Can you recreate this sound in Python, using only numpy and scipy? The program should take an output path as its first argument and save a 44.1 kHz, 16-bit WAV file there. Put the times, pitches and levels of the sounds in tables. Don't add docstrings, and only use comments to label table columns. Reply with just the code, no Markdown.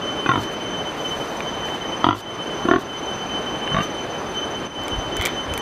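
import sys
import numpy as np
from scipy import signal
from scipy.fft import rfft, irfft
from scipy.io import wavfile
from scipy.ndimage import uniform_filter1d

SR = 44100
rng = np.random.default_rng(int(sys.argv[2]) if len(sys.argv) > 2 else 0)


def ratio_of_db(decibels):
    return 10 ** (np.asarray(decibels, float) / 20)


def generate_wav(signal):
    frames = np.transpose(np.atleast_2d(signal))
    scaled = np.clip(frames, -1, 1) * 32767
    pcm = np.round(scaled).astype(np.int16)
    wavfile.write(sys.argv[1], SR, pcm)


N = 247401

# t/s, first gap/s, settled gap/s, excess gap left per pulse/0-1, rasp/0-1
THROAT_PULSES = [
    (.2618, .0298, .0192, .47, .10),
    (2.0436, .0236, .0195, .5, .07),
    (2.6524, .0340, .0232, .3, .08),
    (3.7180, .0278, .0195, .1, .13),
]
# t/s, level/dB, brightness/(dB per octave)
EFFORT = [
    [(.26, -8, 1), (.292, -3, 0), (.337, -9.5, -0.5), (.357, -6, 0), (.40, -16.5, -6)],
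    [(2.043, 0, 3), (2.067, -2, 0), (2.088, -2, 1), (2.128, -11, 1), (2.17, -26, -1)],
    [(2.652, -11, -6), (2.686, -4, -5), (2.712, 0.5, -2), (2.76, -4, -4.5), (2.80, -23, -6)],
    [(3.718, -13.5, 0.5), (3.746, -6, 2.5), (3.786, -7.5, 2.5), (3.806, -10, 3.5), (3.85, -30, 2)],
]
# f/Hz, width/Hz, level/dB
TRACTS = [
    [(123, 17, -10.5), (318, 126, 4.5), (747, 70, -4.5), (1031, 38, 0.5), (1377, 147, 10.5),
     (1880, 150, -0.5), (2300, 99, -1.5), (2720, 120, -14), (3200, 200, -11), (3550, 150, 1.5)],
    [(107.5, 9.5, -19), (302, 67, -6), (702, 72, -12.5), (970, 90, -3.5), (1270, 130, -0.5),
     (1890, 170, -12), (2300, 510, -12), (2850, 250, -9), (3290, 210, -1.5), (4660, 360, -4)],
    [(273, 99, -6.5), (370, 30, -10), (691, 36, -11), (1087, 82, -2), (1443, 72, -1.5), (1780, 150, 1),
     (2230, 200, -11), (2780, 280, -18), (3505, 100, -12), (4100, 380, -19)],
    [(151, 32, 2.5), (387, 140, -24), (666, 41, -9.5), (1133, 47, -3.5), (1470, 81, -10.5), (1730, 260, 2),
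     (2170, 270, -4), (2790, 180, -7.5), (3670, 200, -7), (4450, 340, -10)],
]
# resonance factor at start, factor at end, chest boom level/dB
SNOUT_SHAPES = [
    (1.087, 0.902, -32),
    (0.998, 1.065, -31),
    (0.96, 1.052, -13),
    (0.954, 1.11, -26),
]
# f/Hz, level/dB
SPIT_COLOUR = [(1800, -18), (2600, 4), (3600, 2), (4100, -6.5), (4800, -19)]
# t of the top/s, level/dB, rise/s, hold/s, fall/s
SNORTS = [
    (.415, -47.5, 0.075, 0.018, 0.047),
    (.532, -50, 0.032, .006, .02),
    (1.0, -54.5, 0.25, 0.39, .15),
    (1.655, -52.5, .012, 0.039, .08),
    (1.746, -54, .012, .006, .08),
    (2.165, -50, 0.039, 0.045, 0.014),
    (2.795, -52.5, .02, 0.027, 0.032),
    (3.828, -47, .025, 0.0087, .04),
    (4.33, -59, .04, .03, .05),
]
# f/Hz, level/dB
NOSTRIL_COLOUR = [(1500, -22), (3500, 15.5), (7000, 7.5), (10000, 1), (13500, 3.5), (14800, -2),
                  (15800, -25)]
# t/s, peak level/dB, f/Hz, upper modes level/dB
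KNOCKS = [
    (1.4053, -10, 2330, -18),
    (1.686, -16, 1800, -7),
    (3.6764, -13, 1670, -0.5),
]
# t/s, peak level/dB, low knock relative level/dB, knock f/Hz
TICKS = [(4.8355, -35, 5, 2010), (4.8815, -24, 6.5, 2300), (5.1675, -19.5, 2, 1780), (5.212, -23, 14, 2060),
         (5.222, -21, 1, 2370), (5.253, -11.5, -5, 2180), (5.2583, -12, 7, 2300), (5.263, -28, -6, 2360),
         (5.2696, -21, 9, 2000), (5.5376, -19.5, 3, 2610), (5.577, -19.5, 5, 2220)]
# f/Hz, level/dB
SHELL_COLOUR = [(4500, 0), (7000, 4.5), (9500, 1), (11500, -4), (14000, 1.5), (15800, -15)]
# t of the top/s, level/dB, rise/s, hold/s, fall/s
RUBS = [
    (5.172, -45, .008, .03, .02),
    (5.222, -29.5, 0.052, 0.04, .02),
    (5.258, -32.5, 0.0092, .01, 0.14),
]
# t of the top/s, level/dB, rise/s, hold/s, fall/s
WIND_BUMPS = [
    (4.8, -38, .08, .01, .08),
    (4.92, -25, 0.021, .02, .06),
    (4.965, -30, .015, 0.017, 0.043),
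    (5.065, -35, .03, .01, .05),
    (5.19, -28, .03, 0.012, 0.047),
    (5.485, -30, 0.022, 0.035, .04),
    (5.565, -37, .02, 0.017, .03),
]
# t/s, change/dB
SURGES = [(.07, 9.5), (.66, 3), (1.08, 9.5), (1.6, 3.5), (1.89, 3), (3.38, 3), (3.69, 6.5), (3.89, 3.5),
          (4.22, -8), (4.4, 3.5), (4.93, 4), (5.18, 7.5), (5.55, 4)]
# f/Hz, width/Hz, level/dB
UPPER_OVERTONES = [(9186, 83, -61.5), (12200, 120, -82)]
# f/Hz, level/dB
LONE_SINGERS = [
    (3656, -62),
    (5790, -73),
    (6714, -71),
]
# f/Hz, level/(dB per Hz)
WASH_COLOUR = [(15, -40), (30, -6), (60, -5), (150, -0.5), (313, 3.5), (600, 1.5), (1140, -2), (2000, -10),
               (3050, -15), (4200, -20.5), (6100, -27.5), (9300, -39), (14200, -40.5), (14700, -62)]
# t of the start/s, depth/dB, fall/s, recovery/s
BACKGROUND_DIPS = [
    (.3, 0.5, .1, 0.26),
    (2.04, 8.5, 0.085, 0.21),
    (2.68, 5, .09, 0.18),
    (3.74, 0.5, 0.16, 0.21),
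    (4.672, 7, 0.0015, 0.11),
]


def evened(x):
    return x / np.sqrt(np.mean(abs(x) ** 2) + 1e-20)


def add(mix, s, sound):
    part = mix[round(s * SR):][:len(sound)]
    part += sound[:len(part)]


def coloured(x, points):
    f, db = np.transpose(points)
    hz = np.fft.rfftfreq(len(x), 1 / SR)
    curve_db = np.interp(np.log(hz + 1), np.log(f), db, -90, -90)
    return irfft(rfft(x) * ratio_of_db(curve_db), len(x))


def drift(hz):
    lowpass = signal.butter(2, hz, fs=SR, output="sos")
    slow = signal.sosfiltfilt(lowpass, rng.standard_normal(N + SR))
    return evened(slow[SR // 2:][:N])


def ring(hz, width, rise=.0001):
    t = np.arange(2600) / SR
    return (1 - np.exp(-t / rise)) * np.exp(-np.pi * width * t) * np.sin(2 * np.pi * hz * t)


def swells(rows):
    t = np.arange(N) / SR
    total = np.zeros(N)
    for s, db, rise, hold, fall in rows:
        away = np.maximum((s - t) / rise, (t - s - hold) / fall)
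        total += ratio_of_db(db - 20 * away.clip(0, 9))
    return total


def tract_ring(at, mouth, effort, tract):
    s, _, tilt_db = np.transpose(effort)
    tilt = np.interp(at, s, tilt_db)
    uneven_db = 1.5 * rng.standard_normal(len(tract))
    body = np.zeros(2600)
    for k, (hz, width, db) in enumerate(tract):
        level = ratio_of_db(db + tilt * np.log2(hz / 700) + uneven_db[k])
        moved_hz = hz * mouth if hz < 2600 else hz
        rise = .0013 * (1 + (hz / 1500) ** 2)
        body += (-1) ** k * level * ring(moved_hz, width, rise)
    return body


def grunt(pulses, snout, effort, tract):
    start, first, settled, settling, rasp = pulses
    from_factor, to_factor, chest_db = snout
    s, level_db, _ = np.transpose(effort)
    gaps = settled + (first - settled) * settling ** np.arange(7)
    out, u = np.zeros(SR // 3), np.arange(1200) / SR
    for at in start + np.cumsum(gaps) - gaps:
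        puff = rng.standard_normal(1201)
        drive = rasp * (1.5 * np.diff(puff) + .25 * puff[1:]) * np.exp(-u / .008)
        drive[0] = -1
        drive = np.convolve(drive, np.hanning(8))
        mouth = np.interp(at, s[[0, -1]], [from_factor, to_factor])
        slap = np.convolve(drive, tract_ring(at, mouth, effort, tract))
        add(slap, 0, -ratio_of_db(chest_db) * max(abs(slap)) * 3 * ring(140, 65, 0.014))
        spit_db, spit_s = -28, 0.0017
        spit = evened(coloured(puff[1:], SPIT_COLOUR)) * u / spit_s * np.exp(1 - u / spit_s)
        add(slap, .001, ratio_of_db(spit_db) * max(abs(slap)) * spit)
        if at < s[-1]:
            add(out, at - start, ratio_of_db(np.interp(at, s, level_db)) * slap / max(abs(slap)))
    return start - .0014, out


def pen(x, t60=0.15):
    t = np.arange(SR // 4) / SR
    sparse = (rng.random(len(t)) < .3) * rng.standard_normal(len(t))
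    taps = sparse * ratio_of_db(-60 * t / t60) * (t > .003)
    return signal.fftconvolve(x, taps / np.linalg.norm(taps))[:N]


def pig():
    calls = np.zeros(N)
    for call in zip(THROAT_PULSES, SNOUT_SHAPES, EFFORT, TRACTS):
        add(calls, *grunt(*call))
    floor_echo = 0.092 * np.roll(calls, round(0.00357 * SR))
    return calls + floor_echo + ratio_of_db(-11) * pen(calls)


def snorts():
    hiss = evened(coloured(rng.standard_normal(N), NOSTRIL_COLOUR))
    flutter = ratio_of_db(1.45 * drift(120))
    return ratio_of_db(5.0) * swells(SNORTS) * hiss * flutter


def knocks():
    out = np.zeros(N)
    for s, peak_db, hz, bright_db in KNOCKS:
        low = ring(hz, 300, 0.00015) + .5 * ring(hz * 0.76, 400, 0.00032)
        upper = ring(hz * 1.47, 280, 0.0007) + ring(2790, 200, 0.00082)
        add(out, s, ratio_of_db(peak_db) * (low + ratio_of_db(bright_db) * upper))
    return out


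def ticks():
    out, t = np.zeros(N), np.arange(1024) / SR
    shape = np.exp(-t / 0.0011) * (1 - np.exp(-t / 0.00049)) + 0.038 * np.exp(-t / 0.022)
    for s, peak_db, knock_db, hz in TICKS:
        crack = coloured(rng.standard_normal(1024), SHELL_COLOUR) * shape
        knock = (ring(hz, 185, 0.00062) + 1.2 * ring(3200, 460, 0.00034))[:1024]
        add(out, s, ratio_of_db(peak_db) * (crack / max(abs(crack)) + ratio_of_db(knock_db) * knock))
    return out


def rub():
    slips = (rng.random(N) < 900 / SR) * rng.standard_normal(N)
    body = .6 * ring(1400, 400) + ring(2200, 350) + .8 * ring(3300, 500)
    body += .25 * ring(7500, 2500) + .2 * ring(12000, 3000)
    return swells(RUBS) * evened(signal.oaconvolve(slips, body)[:N])


def wind():
    rumble_colour = [(20, -9), (45, -4.0), (80, -5), (130, -9.5), (220, -29)]  # f/Hz, level/dB
    return swells(WIND_BUMPS) * evened(coloured(rng.standard_normal(N), rumble_colour))


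def insects():
    chorus_hz, surge_s = 3052, .06
    t = np.arange(N) / SR
    surge_db = sum(db * np.exp(-((t - s) / surge_s) ** 2) for s, db in SURGES)
    turn = np.exp(2j * np.pi * chorus_hz * t)
    tone = evened(.6 + drift(17) + 1j * drift(17)) * turn
    overtone = evened(.4 + drift(30) + 1j * drift(30)) * turn ** 2
    out = ratio_of_db(-34.5 + surge_db) * tone
    out += ratio_of_db(-45 + 0.14 * surge_db) * overtone
    for hz, width, db in UPPER_OVERTONES:
        fuzz = evened(drift(width / 2) + 1j * drift(width / 2))
        out += ratio_of_db(db) * fuzz * turn ** round(hz / chorus_hz)
    for hz, db in LONE_SINGERS:
        fuzz = evened(drift(13) + 1j * drift(32))
        out += ratio_of_db(db) * fuzz * np.exp(2j * np.pi * hz * t)
    return np.sqrt(2) * out.real


def wash():
    a, b, patches = rng.standard_normal((N // 256 + 5, 513, 3)).T
    patches = uniform_filter1d(uniform_filter1d(patches, 10, 0), 10, 1)
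    spectra = (a + 1j * b) * ratio_of_db(evened(patches))
    noise = signal.istft(spectra, nperseg=1024, noverlap=768)[1][:N]
    return evened(coloured(noise, WASH_COLOUR)) * ratio_of_db(-28)


def dip_gain():
    t = np.arange(N) / SR
    dip_db = np.zeros(N)
    for s, db, fall, back in BACKGROUND_DIPS:
        recovery = np.exp(-((t - s - fall).clip(0) / back) ** 2.06)
        dip_db += db * ((t - s) / fall).clip(0, 1) * recovery
    return ratio_of_db(-dip_db)


def scene():
    near = pig() + snorts() + knocks() + ticks() + rub() + wind()
    background = dip_gain() * (insects() + wash())
    return (near + background)[None]


def band_limit(x):
    return signal.sosfilt(signal.butter(12, 16130, fs=SR, output="sos"), x)


def record(dry):
    thin = signal.sosfilt(signal.butter(2, 35, "high", fs=SR, output="sos"), dry)
    soft = thin / (1 + thin ** 8) ** .125
    top = signal.firwin(255, 15700, fs=SR)[None]
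    mix = signal.oaconvolve(soft, top, "same")
    return band_limit(mix)


dry = scene()
out = record(dry)
generate_wav(out)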